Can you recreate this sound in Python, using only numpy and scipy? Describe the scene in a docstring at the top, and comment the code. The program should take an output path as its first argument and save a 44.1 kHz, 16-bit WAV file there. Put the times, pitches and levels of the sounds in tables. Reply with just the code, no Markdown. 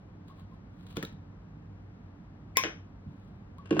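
"""Wire cutters snap through a stem at a table in a small room; they squeak, ring, and are choked by the grip.
The offcut bounces; later the cutters go down with a thud, a scrape and a clack. Before the cut a plastic
sprig rustles and drops on the mat. Contacts are shaped noise bursts, rings are decaying modes, and rustle
and scrape are random clicks. Behind them are a small-room echo and filtered noise for room air and low hum.
The stereo is narrow in the bass and very wide, nearly opposite in phase, in the treble."""
import sys
import numpy as np
from scipy import signal
from scipy.fft import rfft, irfft
from scipy.io import wavfile
from scipy.ndimage import uniform_filter1d

SR = 44100
rng = np.random.default_rng(int(sys.argv[2]) if len(sys.argv) > 2 else 0)


def materialize(psi):
    """Save the field psi as 16-bit PCM at rate SR to the path in sys.argv[1].

    A 1-D psi becomes a single channel; in a 2-D psi each row is a channel.
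    """
    bounded = np.clip(np.atleast_2d(psi).T, -1, 1)
    quanta = np.round(bounded * 32767).astype(np.int16)
    wavfile.write(sys.argv[1], SR, quanta)


N = 167580
T = np.arange(N) / SR
SIZE = 2 ** 19  # transform length in samples, longer than the scene
HZ = np.maximum(np.arange(SIZE // 2 + 1) * SR / SIZE, 1)

# cutters snap through the wire [t/s, level/dB, contact length/s]
SNIPS = [(2.57, 9.5, .004)]
# the offcut lands and bounces [t/s, level/dB, contact length/s, tilt/dB per octave, ring/dB]
OFFCUT = [(2.637, 3, .0035, 0, -41), (2.6424, -2, .005, -2, -38.5), (2.652, -5.5, .006, -4, -42),
          (2.666, -11, .008, -3.5, -44.5)]
# the cutters' handles meet the table [t/s, level/dB, contact length/s, tilt/dB per octave, thud/dB]
HANDLES = [(3.657, -27, 0.009, 1, -70), (3.708, -8.5, 0.0055, 0, -16.5), (3.7278, -14, 0.0047, -3.5, -28.5),
           (3.7668, -10.5, 0.0058, -5, -23.5), (3.7770, -20, .008, -5.5, -34)]
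# colour of handles against table [f/Hz, level/dB]
HANDLE_COLOUR = [(150, -12), (390, 17.5), (1000, 3), (1600, 9), (2100, -0.5), (2700, 9), (3800, -6),
                 (5200, -7.5), (8400, -10.5), (11400, -29), (15000, -22)]
# the sprig drops [t/s, level/dB, contact length/s, tilt/dB per octave, thud/dB]
SPRIG = [(0.9689, -1, 0.0039, 0, -27), (1.0265, -9, 0.0085, 3, -32), (1.033, -9.5, .004, -1, -57.5),
         (1.05, -16, 0.0044, 3.5, -63)]
# stereo width and lean by frequency [f/Hz, direct side over mid/dB, diffuse side over mid/dB, left over right/dB]
STEREO = [(60, -27.5, -29.5, 0), (121, -28.5, -31, -0.5), (250, -21.5, -14, -3.5), (540, -9.5, 0, -1),
          (1062, -6, -3.5, 4.5), (2200, 8, 6.5, 5.5), (3860, -6.5, 2, 0.5), (6050, 14, 12.5, 4),
          (7300, 15, 29.5, -0.5), (8650, 24, 42, -0.5), (12500, 13, 35.5, 2), (14370, 7, 11, 0.5)]


def amp(db):
    """Decibels to gain."""
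    return 10 ** (np.asarray(db) / 20)


def curve(points, hz, axis=1):
    """Read a column of a table on a log-frequency axis."""
    p = np.array(points, float)
    return np.interp(np.log(hz), np.log(p[:, 0]), p[:, axis])


def filtered(x, response):
    """Apply a frequency response."""
    return irfft(rfft(x, SIZE) * response)[..., :N]


def coloured(x, points, size=4096):
    """Minimum-phase filter with the given colour, so that nothing sounds ahead of its contact."""
    hz = np.maximum(np.arange(size // 2 + 1) * SR / size, 1)
    cepstrum = irfft(np.log(amp(curve(points, hz))))
    # fold the cepstrum onto positive time
    cepstrum[1:size // 2] *= 2
    cepstrum[size // 2 + 1:] = 0
    impulse = irfft(np.exp(rfft(cepstrum)))
    return signal.fftconvolve(x, impulse[None], axes=1)[:, :N]


def add(out, start, sound):
    """Mix a sound in at a time."""
    i = int(np.clip(start * SR, 0, N - 1))
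    out[:, i:i + sound.shape[1]] += sound[:, :N - i]


def cracks(rows, colour, size=1024, count=6):
    """Each contact is a few milliseconds of dense noise; a positive tilt favours the treble."""
    out, t = np.zeros((2, N)), np.arange(size) / SR
    # tilt pivots at 2 kHz and is level below 500 Hz
    octaves = np.log2(np.maximum(np.arange(size // 2 + 1) * SR / size, 500) / 2000)
    for start, db, length, *tilt in rows:
        shape = np.exp(-(t / length) ** 2)
        burst = rng.standard_normal((2, size)) * shape
        # alternate an even spectrum with the time envelope until the burst nearly has both
        for _ in range(count):
            even = irfft(np.exp(1j * np.angle(rfft(burst))))
            burst = even * np.sqrt(shape)
        burst = burst / np.sqrt(np.sum(burst ** 2, axis=1, keepdims=True))
        if tilt:
            burst = irfft(rfft(burst) * amp(tilt[0] * octaves))[:, :size // 2]
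        add(out, start, amp(db) * burst)
    return coloured(out, colour)


def rings(hits, modes, push=0.00029, rough=0):
    """Blows (s, dB, optional pitch ratio) excite decaying modes; push (s) softens the attack, rough wobbles."""
    out, t = np.zeros((2, N)), T[:SR // 2]
    steps = np.arange(512) * 0.0055  # s, one random wobble value per step
    for start, db, *ratio in hits:
        ring, pitch = 0, ratio[0] if ratio else 1
        for hz, mode_db, t60 in modes:
            wobble = 0
            if rough:
                drift = rng.standard_normal(len(steps)) + 1j * rng.standard_normal(len(steps))
                wobble = np.interp(t, steps, drift)
            mode = np.exp((2j * np.pi * hz * pitch - np.log(1000) / t60) * t)
            ring = ring + amp(db + mode_db) * (1 + rough * wobble) * mode
        attack = 1 - np.exp(-t / push)
        add(out, start, np.array([ring.imag, ring.real]) * attack)
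    return out


def grains(swells, rate):
    """Tiny random clicks, rate per second, that come and go in (middle s, half length s, dB) swells."""
    spread_db = 5.5
    swell = sum(amp(db) * np.exp(-((T - middle) / half) ** 2) for middle, half, db in swells)
    happens = rng.random(N) < rate / SR
    clicks = happens * rng.standard_normal((2, N)) * amp(spread_db * rng.standard_normal(N))
    return clicks / clicks.std() * swell


def snap():
    """The stem gives way between the cutters in a short, broad burst."""
    # colour of the snap [f/Hz, level/dB]
    snap_colour = [(100, -17.5), (280, -7), (520, 3), (780, -10.5), (1050, -2.5), (1350, -7), (1700, -1.5),
                   (2300, 3.5), (2900, -5), (3500, 1), (4300, -12), (5500, 2.5), (7500, -4.5),
                   (11400, -2.5), (15000, 0.5)]
    return cracks(SNIPS, snap_colour)


def squeak():
    """Steel edges squeak on the wire around the snap: sines under one jittering pitch."""
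    # squeak of the biting blades [f/Hz, level/dB]
    partials = [(2100, -1), (2350, -5), (4700, -20), (7050, -23)]
    level_db, lead_s, half_s = -34, 0.0064, .006
    jitter, smooth = 0.067, 30  # rms share of the pitch, samples
    wander = np.sqrt(smooth) * uniform_filter1d(rng.standard_normal((2, N)), size=smooth)
    turns = np.cumsum(1 + jitter * wander, axis=1) / SR
    swell = sum(np.exp(-((T - row[0] + lead_s) / half_s) ** 2) for row in SNIPS)
    return swell * sum(amp(level_db + db) * np.sin(2 * np.pi * hz * turns) for hz, db in partials)


def clank():
    """The cutters ring roughly; the closing grip chokes the low modes and knocks the blades together."""
    # ring of the cutters [f/Hz, level/dB, t60/s]
    modes = [(1060, -1, .2), (1134, -11, .14), (1630, -13, .18), (2024, -7, .16), (2130, -8, .15),
             (2191, -6, .2), (2266, -8, .17), (2380, -8, .18), (2497, -8, .2), (2546, -5, .14),
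             (3650, -13, .06), (5248, -11, .18), (5560, -16, .12)]
    ring_db, rough = -22.5, 0.34
    grip_after_s, choke_db, knock_db, choke_below_hz = .034, -7, -34.5, 1500
    low = [m for m in modes if m[0] < choke_below_hz]
    high = [m for m in modes if m[0] >= choke_below_hz]
    out = 0
    for start, *_ in SNIPS:
        closed = start + grip_after_s
        closing = np.clip((T - closed) / 0.0053 + .5, 0, 1)  # a 5.3 ms ramp
        out = out + amp(choke_db * closing) * rings([(start, ring_db)], low, push=0.0018, rough=rough / 2)
        out = out + rings([(start, ring_db), (closed, knock_db)], high, push=0.0039, rough=rough)
    return out


def offcut_bounces():
    """The offcut hits in a quick run of short contacts."""
    # colour of the offcut's contacts [f/Hz, level/dB]
    offcut_colour = [(100, -27.5), (330, -0.5), (520, 6), (950, -7), (1570, 5.5), (2500, 0.5), (3050, 2.5),
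                     (4200, -14), (6000, -3), (8400, -31), (11400, -36.5), (15000, -30)]
    return cracks(OFFCUT, offcut_colour)


def offcut_ring():
    """Each bounce sets the offcut's own modes ringing."""
    # ring of the offcut [f/Hz, level/dB, t60/s]
    modes = [(328, 2, .2), (431, 1.5, .1), (1513, -4, .18), (1906, -2, .17), (2175, -2, .2), (2498, -4, .2),
             (2917, -6, .12)]
    return rings([(row[0], row[-1]) for row in OFFCUT], modes, push=0.0013, rough=0.19)


def jaws():
    """The steel jaws clack down after the handles."""
    # jaw contact [t/s, level/dB, contact length/s]
    clacks = [(3.7940, 18, 0.0038)]
    # colour of the clack [f/Hz, level/dB]
    jaw_colour = [(100, -22.5), (560, -3), (1000, -10), (1550, 3.5), (2300, -11.5), (3100, -4), (5600, -27),
                  (6600, -17), (8400, -24), (15000, -28.5)]
    return cracks(clacks, jaw_colour)


def handle_ring():
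    """The handles ring on after each touch of the table."""
    # ring of the handles [f/Hz, level/dB, t60/s]
    modes = [(1103, 4.5, 0.147), (1546, 1, 0.29), (1653, -2, 0.13), (2700, 3, 0.15), (2790, 1.5, 0.1),
             (5200, -14, 0.08)]
    ring_db = -35  # against each contact's level
    return rings([(row[0], row[1] + ring_db) for row in HANDLES], modes, rough=.25)


def thuds(rows, modes):
    """A landing pushes the surface softly and a little late, so its low modes thud."""
    push_s, lag_s = 0.0037, 0.00307
    return rings([(row[0] + lag_s, row[-1]) for row in rows], modes, push_s)


def table_thuds():
    """The table top thuds under the handles."""
    # the table top [f/Hz, level/dB, t60/s]
    modes = [(153.7, -14.5, 0.37), (209.5, -6.5, 0.14), (306.5, -1, 0.099), (327.1, 1.5, 0.18),
             (365.4, -3.5, 0.17), (436.4, -5.5, 0.18), (531.5, -13.5, 0.27)]
    return thuds(HANDLES, modes)


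def scrape():
    """The cutters drag, sticking and slipping on the table as a swell of clicks."""
    # drags as they settle [middle t/s, half length/s, level/dB]
    drags = [(3.69, 0.041, -58), (3.737, 0.021, -42), (3.786, 0.012, -43.5)]
    return coloured(grains(drags, rate=520), HANDLE_COLOUR)


def sprig_drop():
    """The plastic sprig lands in short contacts."""
    # colour of the sprig's contacts [f/Hz, level/dB]
    sprig_colour = [(100, -4.5), (400, 5.5), (1050, -5), (1400, -2), (1900, -5.5), (3500, -6),
                    (5000, -12.5), (8400, -12.5), (11400, -23), (15000, -11.5)]
    return cracks(SPRIG, sprig_colour)


def mat_thuds():
    """The cutting mat thuds under the sprig."""
    # the mat where the sprig lands [f/Hz, level/dB, t60/s]
    modes = [(150.7, -4, 0.14), (187, 0.5, 0.11), (294.5, 1, 0.077), (345, 4, 0.045), (453, -3.5, 0.088),
             (535, -13, 0.15)]
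    return thuds(SPRIG, modes)


def stems():
    """The dropped sprig's stalks buzz, its stem knocks and its loose wire end pings, as short-lived modes."""
    # stalks [f/Hz, level/dB, t60/s]
    stalk_modes = [(1420, 0, .06), (2500, -2, .04), (3500, 0, .035)]
    # loose wire end pings [t/s, level/dB], and its modes [f/Hz, level/dB, t60/s]
    wire_ping = (1.0502, -36)
    wire_modes = [(3720, -3, .018), (3850, 0, .022)]
    # stem knocks as the sprig bounces [t/s, level/dB], and its modes [f/Hz, level/dB, t60/s]
    stem_knock = (1.0272, -38)
    stem_modes = [(1310, -7.5, 0.16), (1546, -0.5, 0.023), (1710, 7.5, 0.022), (1815, 3.5, 0.037)]
    stalk_db = -37  # against each contact's level
    stalks = rings([(row[0], row[1] + stalk_db) for row in SPRIG], stalk_modes)
    return stalks + rings([wire_ping], wire_modes) + rings([stem_knock], stem_modes)


def leaves():
    """Plastic leaves rustle in swells of tiny clicks, with a few clearer brushes in the hand."""
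    # rustles [middle t/s, half length/s, level/dB]
    rustles = [(0.297, 0.028, -62.5), (0.385, 0.04, -62), (0.53, .04, -70.5), (0.808, 0.074, -64.5),
               (0.915, .04, -56.5), (0.963, 0.0073, -47.5), (1.065, 0.026, -59), (3.22, .2, -71.5)]
    # brushes of leaves and stems [t/s, level/dB, contact length/s]
    brushes = [(0.281, -29, .009), (0.396, -31, .004), (0.8665, -24.5, 0.0057), (0.906, -24, 0.011),
               (1.126, -33, 0.005), (3.583, -30, 0.0049)]
    # colour of the plastic [f/Hz, level/dB]
    leaf_colour = [(200, -15), (1100, 3), (1800, -1.5), (2650, -2), (3200, 0), (4000, 0.5), (5600, -14.5),
                   (8400, -7.5), (12000, -14.5), (15000, -6)]
    return coloured(grains(rustles, rate=1900), leaf_colour) + cracks(brushes, leaf_colour)


def chimes():
    """The cutters chime faintly and roughly as they shift in the hand."""
    # shifts in the hand [t/s, level/dB, pitch ratio]
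    shifts = [(0.298, -49, 1.04), (0.385, -56, 1.02), (0.510, -55, 1), (3.583, -42.5, 1.06)]
    # chime at pitch ratio 1 [f/Hz, level/dB, t60/s]
    modes = [(1050, 0, .17), (1110, -4, .07)]
    return rings(shifts, modes, push=0.0047, rough=0.55)


def nudges():
    """The forearm nudges the table and its lowest modes answer softly."""
    # nudges [t/s, level/dB]
    bumps = [(1.124, -39.5), (3.062, -33.5), (3.090, -36), (3.288, -44)]
    # low modes of the table [f/Hz, level/dB, t60/s]
    modes = [(85, -6.5, 0.23), (152.5, 0, 0.17), (192, -3.5, 0.24)]
    return rings(bumps, modes, push=0.0056)


def room(x):
    """Diffuse echo of a small room: noise bands that each decay at their own rate, shortest in the treble."""
    # echo by band [f/Hz, level against direct/dB, t60/s]
    bands = [(150, -5, .33), (400, -3, .28), (1000, -2.5, .29), (2200, -.5, .31), (5500, -2, .3),
             (8500, -10, .18), (15000, -7.5, .17)]
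    delay_s = 0.0012  # the echo fades in over the second half of this
    t = T[:SR // 2]
    hz = np.maximum(np.arange(len(t) // 2 + 1) * SR / len(t), 1)
    centres = np.log([row[0] for row in bands])
    noise, tail = rfft(rng.standard_normal((2, len(t)))), 0
    for share, (_, db, t60) in zip(np.eye(len(bands)), bands):
        band = irfft(noise * np.interp(np.log(hz), centres, share), len(t))
        rate = np.log(1000) / t60
        tail = tail + band * amp(db) * np.sqrt(2 * rate / SR) * np.exp(-rate * t)
    onset = np.clip(2 * t / delay_s - 1, 0, 1)
    return signal.fftconvolve(x, tail * onset, axes=1)[:, :N]


def hum():
    """Room air and an air handler's wavering low tones, as noise with narrow bumps in its spectrum."""
    # room air [f/Hz, level/dB per Hz]
    air = [(22, -97), (42, -76.5), (57, -69), (72, -80), (125, -74.5), (175, -74.5), (230, -76.5),
           (300, -82.5), (380, -87.5), (1050, -94), (1750, -99.5), (2300, -104.5), (3550, -112),
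           (5600, -117), (8400, -127), (12800, -133), (14200, -126), (16000, -127)]
    # hum of the air handler [f/Hz, width/Hz, level/dB rms]
    tones = [(97.1, 13, -53), (160, 10, -60.5), (182, 17, -62), (290.8, 12, -64.5)]
    power = amp(curve(air, HZ)) ** 2
    for hz, width, db in tones:
        power = power + amp(db) ** 2 * np.exp(-np.pi * ((HZ - hz) / width) ** 2) / width
    return filtered(rng.standard_normal((2, N)), np.sqrt(power * SR / 2))


def spread(x, axis):
    """Use two streams as mid and side, with the width of one STEREO column and constant power."""
    width = amp(curve(STEREO, HZ, axis=axis))
    return filtered(x, np.array([np.ones_like(width), width]) / np.hypot(1, width))


def left_right(mid, side):
    """Mid and side become left and right, leaning by frequency; the bass comes first on the left."""
    lead_s, lead_below_hz = .00025, 260  # lead at the very bottom, fading upwards
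    lean = amp(curve(STEREO, HZ, axis=3))
    lead = np.exp(2j * np.pi * HZ * lead_s * np.exp(-(HZ / lead_below_hz) ** 2))
    response = np.array([lean * lead, np.ones_like(lean)]) * np.sqrt(2) / np.hypot(1, lean)
    return filtered(np.array([mid + side, mid - side]), response)


def scene():
    """All sources, direct and echoed by the room, spread over left and right."""
    sharp = snap() + offcut_bounces() + cracks(HANDLES, HANDLE_COLOUR) + jaws() + scrape() + sprig_drop()
    ringing = clank() + offcut_ring() + handle_ring() + table_thuds() + mat_thuds() + chimes() + nudges()
    pings, rustle = stems(), leaves()
    ring_wet, stem_wet = 0.16, 0.39  # gains into the room
    echo = room(sharp + rustle + ring_wet * ringing + stem_wet * pings)
    direct = sharp + ringing + pings + squeak()
    diffuse = hum() + rustle + echo
    mid, side = spread(direct, axis=1) + spread(diffuse, axis=2)
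    return left_right(mid, side)


def record(dry):
    """The phone cuts the top with a steep low-pass."""
    top_hz = 15900
    return signal.sosfilt(signal.ellip(10, .2, 70, top_hz, fs=SR, output="sos"), dry)


dry = scene()
out = record(dry)
materialize(out)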